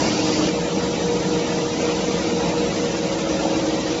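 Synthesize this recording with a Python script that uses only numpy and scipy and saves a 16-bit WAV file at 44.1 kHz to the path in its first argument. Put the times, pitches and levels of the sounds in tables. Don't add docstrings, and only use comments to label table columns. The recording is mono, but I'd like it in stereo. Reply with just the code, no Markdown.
import sys
import numpy as np
from scipy import signal
from scipy.fft import rfft, irfft
from scipy.io import wavfile
from scipy.ndimage import map_coordinates

SR = 44100
rng = np.random.default_rng(int(sys.argv[2]) if len(sys.argv) > 2 else 0)


def unload_audio(sound):
    columns = np.transpose(np.atleast_2d(sound))
    steps = np.round(np.clip(columns, -1, 1) * 32767)
    wavfile.write(sys.argv[1], SR, steps.astype(np.int16))


N = 176400
T = np.arange(N) / SR
HZ = np.maximum(np.arange(N // 2 + 1) * SR / N, 1)
OPPOSITE = np.array([[1], [-1]])


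def from_db(db):
    return 10 ** (np.asarray(db) / 20)


def unit_rms(x):
    return x / np.sqrt(np.mean(x ** 2) + 1e-20)


def envelope(rows):
    return from_db(np.interp(T, *np.transpose(rows)))


def over_hz(rows):
    hz, value = np.transpose(rows)
    return np.interp(np.log(HZ), np.log(hz), value)


def filtered(x, gain):
    return irfft(rfft(x) * gain, N)


def drift(corner_hz):
    return unit_rms(filtered(rng.standard_normal(N), 1 / (1 + (HZ / corner_hz) ** 2)))


# f/Hz, correlation
MIC_LIKENESS = [(60, 1), (110, 0.83), (350, .73), (560, 0.61), (780, 0.15), (950, 0.42), (1060, -0.39),
                (1250, -.35), (1400, -0.4), (1700, -0.45), (2200, -0.11), (2800, -0.099), (7000, -0.00061)]
def stereo_noise(colour):
    alike = np.clip(over_hz(MIC_LIKENESS), -.99, .99)
    mid, side = rfft(rng.standard_normal((2, N)))
    return irfft(colour * (np.sqrt(1 + alike) * mid + np.sqrt(1 - alike) * side * OPPOSITE), N)


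def noise_band(hz, octaves):
    return unit_rms(stereo_noise(np.exp(-.5 * (np.log2(HZ / hz) / octaves) ** 2)))


def flicker(x, depth_db, rate_hz, shared):
    together, out = drift(rate_hz), 0
    octave = np.clip(np.log2(HZ / 60), 0, 7)
    for k in range(8):
        band = filtered(x, np.maximum(1 - abs(octave - k), 0))
        out += band * from_db(depth_db * (drift(rate_hz) + shared * together))
    return unit_rms(out)


def workshop(x, t60_s=0.4, tail_db=-12):
    tail = rng.standard_normal((2, N)) * from_db(-60 * T / t60_s)
    tail /= np.sqrt(np.sum(tail ** 2, axis=1, keepdims=True))
    return unit_rms(filtered(x, 1 + from_db(tail_db) * rfft(tail)))


# f/Hz, relative level/dB
CASING_COLOUR = [(25, -28.5), (50, -27), (85, -10.5), (120, -4.5), (160, -1), (215, 0.2), (260, -0.5),
                 (315, 2.5), (390, -3), (500, -1.5), (700, -4.5), (960, -7), (1040, -10.5), (1250, -9.5),
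                 (1420, -10.5), (1500, -19.5), (2200, -22)]
# t/s, level/dB
CASING_LEVEL = [(0, -17.5), (.13, -22.5), (.47, -20), (.52, -24), (1.25, -23), (1.9, -23.5), (2.25, -23.5),
                (2.42, -24), (2.65, -23.5), (3.2, -25), (3.5, -22.5), (4, -25)]
# t/s, half length/s, f/Hz, level/dB
ROAR_SWELLS = [(.25, 0.21, 900, -35.5), (.65, 0.26, 643, -37), (2.444, 0.1, 867, -28.5),
               (3.472, 0.08, 750, -28)]
def rumble():
    roar = flicker(stereo_noise(from_db(over_hz(CASING_COLOUR))), depth_db=0.67, rate_hz=12, shared=1)
    floor = from_db(-46 + 1.9 * drift(5)) * noise_band(hz=65.6, octaves=0.35)
    out = envelope(CASING_LEVEL) * roar + floor
    for peak_s, half_s, hz, db in ROAR_SWELLS:
        out += noise_band(hz, octaves=0.21) * from_db(db) * np.exp(-((T - peak_s) / half_s) ** 2)
    return out


def gear_tones(tones, spread_rad, flutter_db, lead_rad=0, flutter_hz=6.7):
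    speed = 1 + 0.42 / 476.2 * drift(0.96)
    out = 0
    for hz, db in tones:
        phase = 2 * np.pi * (np.cumsum(hz * speed) / SR + rng.random())
        apart = (lead_rad / 2 + spread_rad * drift(flutter_hz)) * OPPOSITE
        out += np.sqrt(2) * from_db(db + flutter_db * drift(flutter_hz)) * np.sin(phase + apart)
    return out


# f/Hz, level/dB
MOTOR_TONES = [(63.9, -50.5), (68.3, -55), (139.3, -51.5), (165.5, -40), (174.6, -36), (184.4, -42),
               (194.1, -38), (222, -42.5)]
# t/s, relative level/dB
MOTOR_LEVEL = [(0, -5.5), (.42, 2), (.6, -0.5), (1.2, 3), (1.8, -4), (2.35, 3), (3, -1.5), (3.4, -1.5),
               (4, -9)]
def motor():
    return envelope(MOTOR_LEVEL) * gear_tones(MOTOR_TONES, spread_rad=0.12, flutter_db=1.8, lead_rad=.2)


# f/Hz, level/dB
DRIVE_TONES = [(305, -45.5), (310.5, -31.5), (621, -46.5), (638.3, -51.5)]
# t/s, relative level/dB
DRIVE_LEVEL = [(0, 4.5), (.44, 7.5), (.62, -4), (.95, -2), (1.4, 1.5), (3.15, -2), (3.5, 3), (3.82, 2.5),
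               (4, -9)]
# f/Hz, level/dB
THROB_TONE = [(327.9, -34)]
# t/s, relative level/dB
THROB_LEVEL = [(0, -1), (.45, -1), (.55, -8), (2.5, -0.5), (3.15, 0.5), (3.66, 6), (4, 1.5)]
def drive_gears():
    hum = envelope(DRIVE_LEVEL) * gear_tones(DRIVE_TONES, spread_rad=0.15, flutter_db=0.5)
    throb = envelope(THROB_LEVEL) * gear_tones(THROB_TONE, spread_rad=0.12, flutter_db=1.5)
    return hum + throb


# f/Hz, level/dB
MESH_TONES = [(432.7, -43), (457.2, -39.5), (476.2, -28), (496.9, -47.5), (952.6, -46), (1429, -52.5)]
# t/s, relative level/dB
MESH_LEVEL = [(0, -3.5), (.4, -5), (.58, -1), (.85, 0), (.96, -2), (1.1, 2.5), (1.35, 1.5), (1.6, 0),
              (2.55, 1), (3.1, -3), (3.37, -8), (3.7, -2.5), (4, -4)]
def main_gear(crest_s=1.1, beat_hz=3.78, rise_hz_per_s=.3, depth=.36):
    since = T - crest_s
    beat = 1 + depth * np.cos(2 * np.pi * since * (beat_hz + rise_hz_per_s * since / 2))
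    mesh = gear_tones(MESH_TONES, spread_rad=0.32, flutter_db=0.5, lead_rad=-0.27)
    return envelope(MESH_LEVEL) * beat * mesh


# f/Hz, level/dB
WHINE_TONES = [(547.1, -34.5), (561.9, -46.5)]
# t/s, relative level/dB
WHINE_LEVEL = [(0, -6), (1.5, -3.5), (2.9, 1), (3.2, 4), (3.45, 6.5), (3.78, 4.5), (4, -8)]
def second_stage():
    return envelope(WHINE_LEVEL) * gear_tones(WHINE_TONES, spread_rad=0.15, flutter_db=0.6)


# f/Hz, half width/Hz, level/dB
ROLLER_MODES = [(1250, 14, -49), (2390, 16, -53), (2658, 8, -52), (3574, 35, -53), (3700, 14, -54),
                (3848, 12, -49.5), (5930, 8, -51), (6122, 18, -50.5)]
def rollers():
    ring = 0
    for hz, width, db in ROLLER_MODES:
        resonance = 1 / (1 + ((HZ - hz) / width) ** 2)
        ring += from_db(db) * unit_rms(stereo_noise(resonance))
    return ring * unit_rms(envelope(HISS_LEVEL))


def scale_cracks(colour, per_s=2500):
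    sizes = from_db(-np.minimum(rng.exponential(1, (2, N)), 5))
    signs = rng.choice([-1, 1], (2, N))
    breaks = rng.random((2, N)) < per_s / SR
    return unit_rms(filtered(sizes * signs * breaks, colour))


# f/Hz, relative level/dB
HISS_COLOUR = [(900, -6.5), (1500, 0), (1780, 3), (2050, 1.9), (2380, 3), (2500, 1.8), (2750, 2.2),
               (3100, 1.5), (3450, -0.5), (3700, 0.9), (4000, 1.8), (4250, -1.3), (4800, 0.2), (5450, -1.1),
               (5700, 1.8), (6080, 0), (6280, -2.5), (7500, -7.5)]
# t/s, level/dB
HISS_LEVEL = [(0, -26.5), (.3, -27), (.6, -27.5), (1.4, -28), (1.8, -26.5), (2.35, -27), (3.2, -28),
              (3.7, -27.8), (3.88, -26.5), (4, -29)]
# f/Hz, added level/dB
OPENING_LIFT = [(1500, 1), (2200, 2.5), (2700, 4.5), (3400, 4), (3900, 0), (4600, 6.5), (5900, 4.5),
                (6400, 4), (7000, 4.5)]
def wire(opening_s=.497, cracks_db=-10.5):
    colour = from_db(over_hz(HISS_COLOUR))
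    friction = flicker(stereo_noise(colour), depth_db=1.07, rate_hz=27, shared=0.59)
    hiss = workshop(friction + from_db(cracks_db) * scale_cracks(colour))
    bright = filtered(hiss, from_db(over_hz(OPENING_LIFT)))
    return envelope(HISS_LEVEL) * np.where(T < opening_s, bright, hiss)


# f/Hz, depth/dB
SHIMMER_DEPTH = [(900, 0.5), (1150, 10.5), (3600, 6.5), (4500, 4.5), (7000, 5)]
def shimmer(x, width_hz=75, step_s=.028):
    framing = dict(fs=SR, nperseg=1536, noverlap=1152)
    hz, s, frames = signal.stft(x, **framing)
    grid = np.meshgrid(hz / width_hz, s / step_s, indexing="ij")
    fields = rng.standard_normal((3, 256, 256))
    smooth = np.array([map_coordinates(field, grid, order=3, mode="wrap") for field in fields])
    swing = np.minimum((smooth[:2] + smooth[2]) / np.sqrt(2), 1)
    gain = from_db(np.interp(hz, *np.transpose(SHIMMER_DEPTH))[:, None] * swing)
    gain /= np.sqrt(np.mean(gain ** 2, axis=2, keepdims=True))
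    return signal.istft(frames * gain, **framing)[1][:, :N]


# f/Hz, level/dB
MIC_BALANCE = [(60, -0.3), (160, 2.8), (320, 0.4), (480, -1), (750, 0.4), (1300, -0.5), (2500, -1.2),
               (5000, -1), (6050, -0.5), (6500, 3)]
def scene():
    machine = rumble() + drive_gears() + motor() + main_gear() + second_stage() + wire()
    machine = shimmer(machine) + rollers()
    return filtered(machine, from_db(OPPOSITE * over_hz(MIC_BALANCE) / 2))


def record(dry, cutoff_hz=7560):
    hz = np.arange(N + 1) * SR / (2 * N)
    lowpass = (1 - np.tanh((hz - cutoff_hz) / 25)) / 2
    return irfft(rfft(dry, 2 * N) * lowpass)[:, :N]


dry = scene()
out = record(dry)
unload_audio(out)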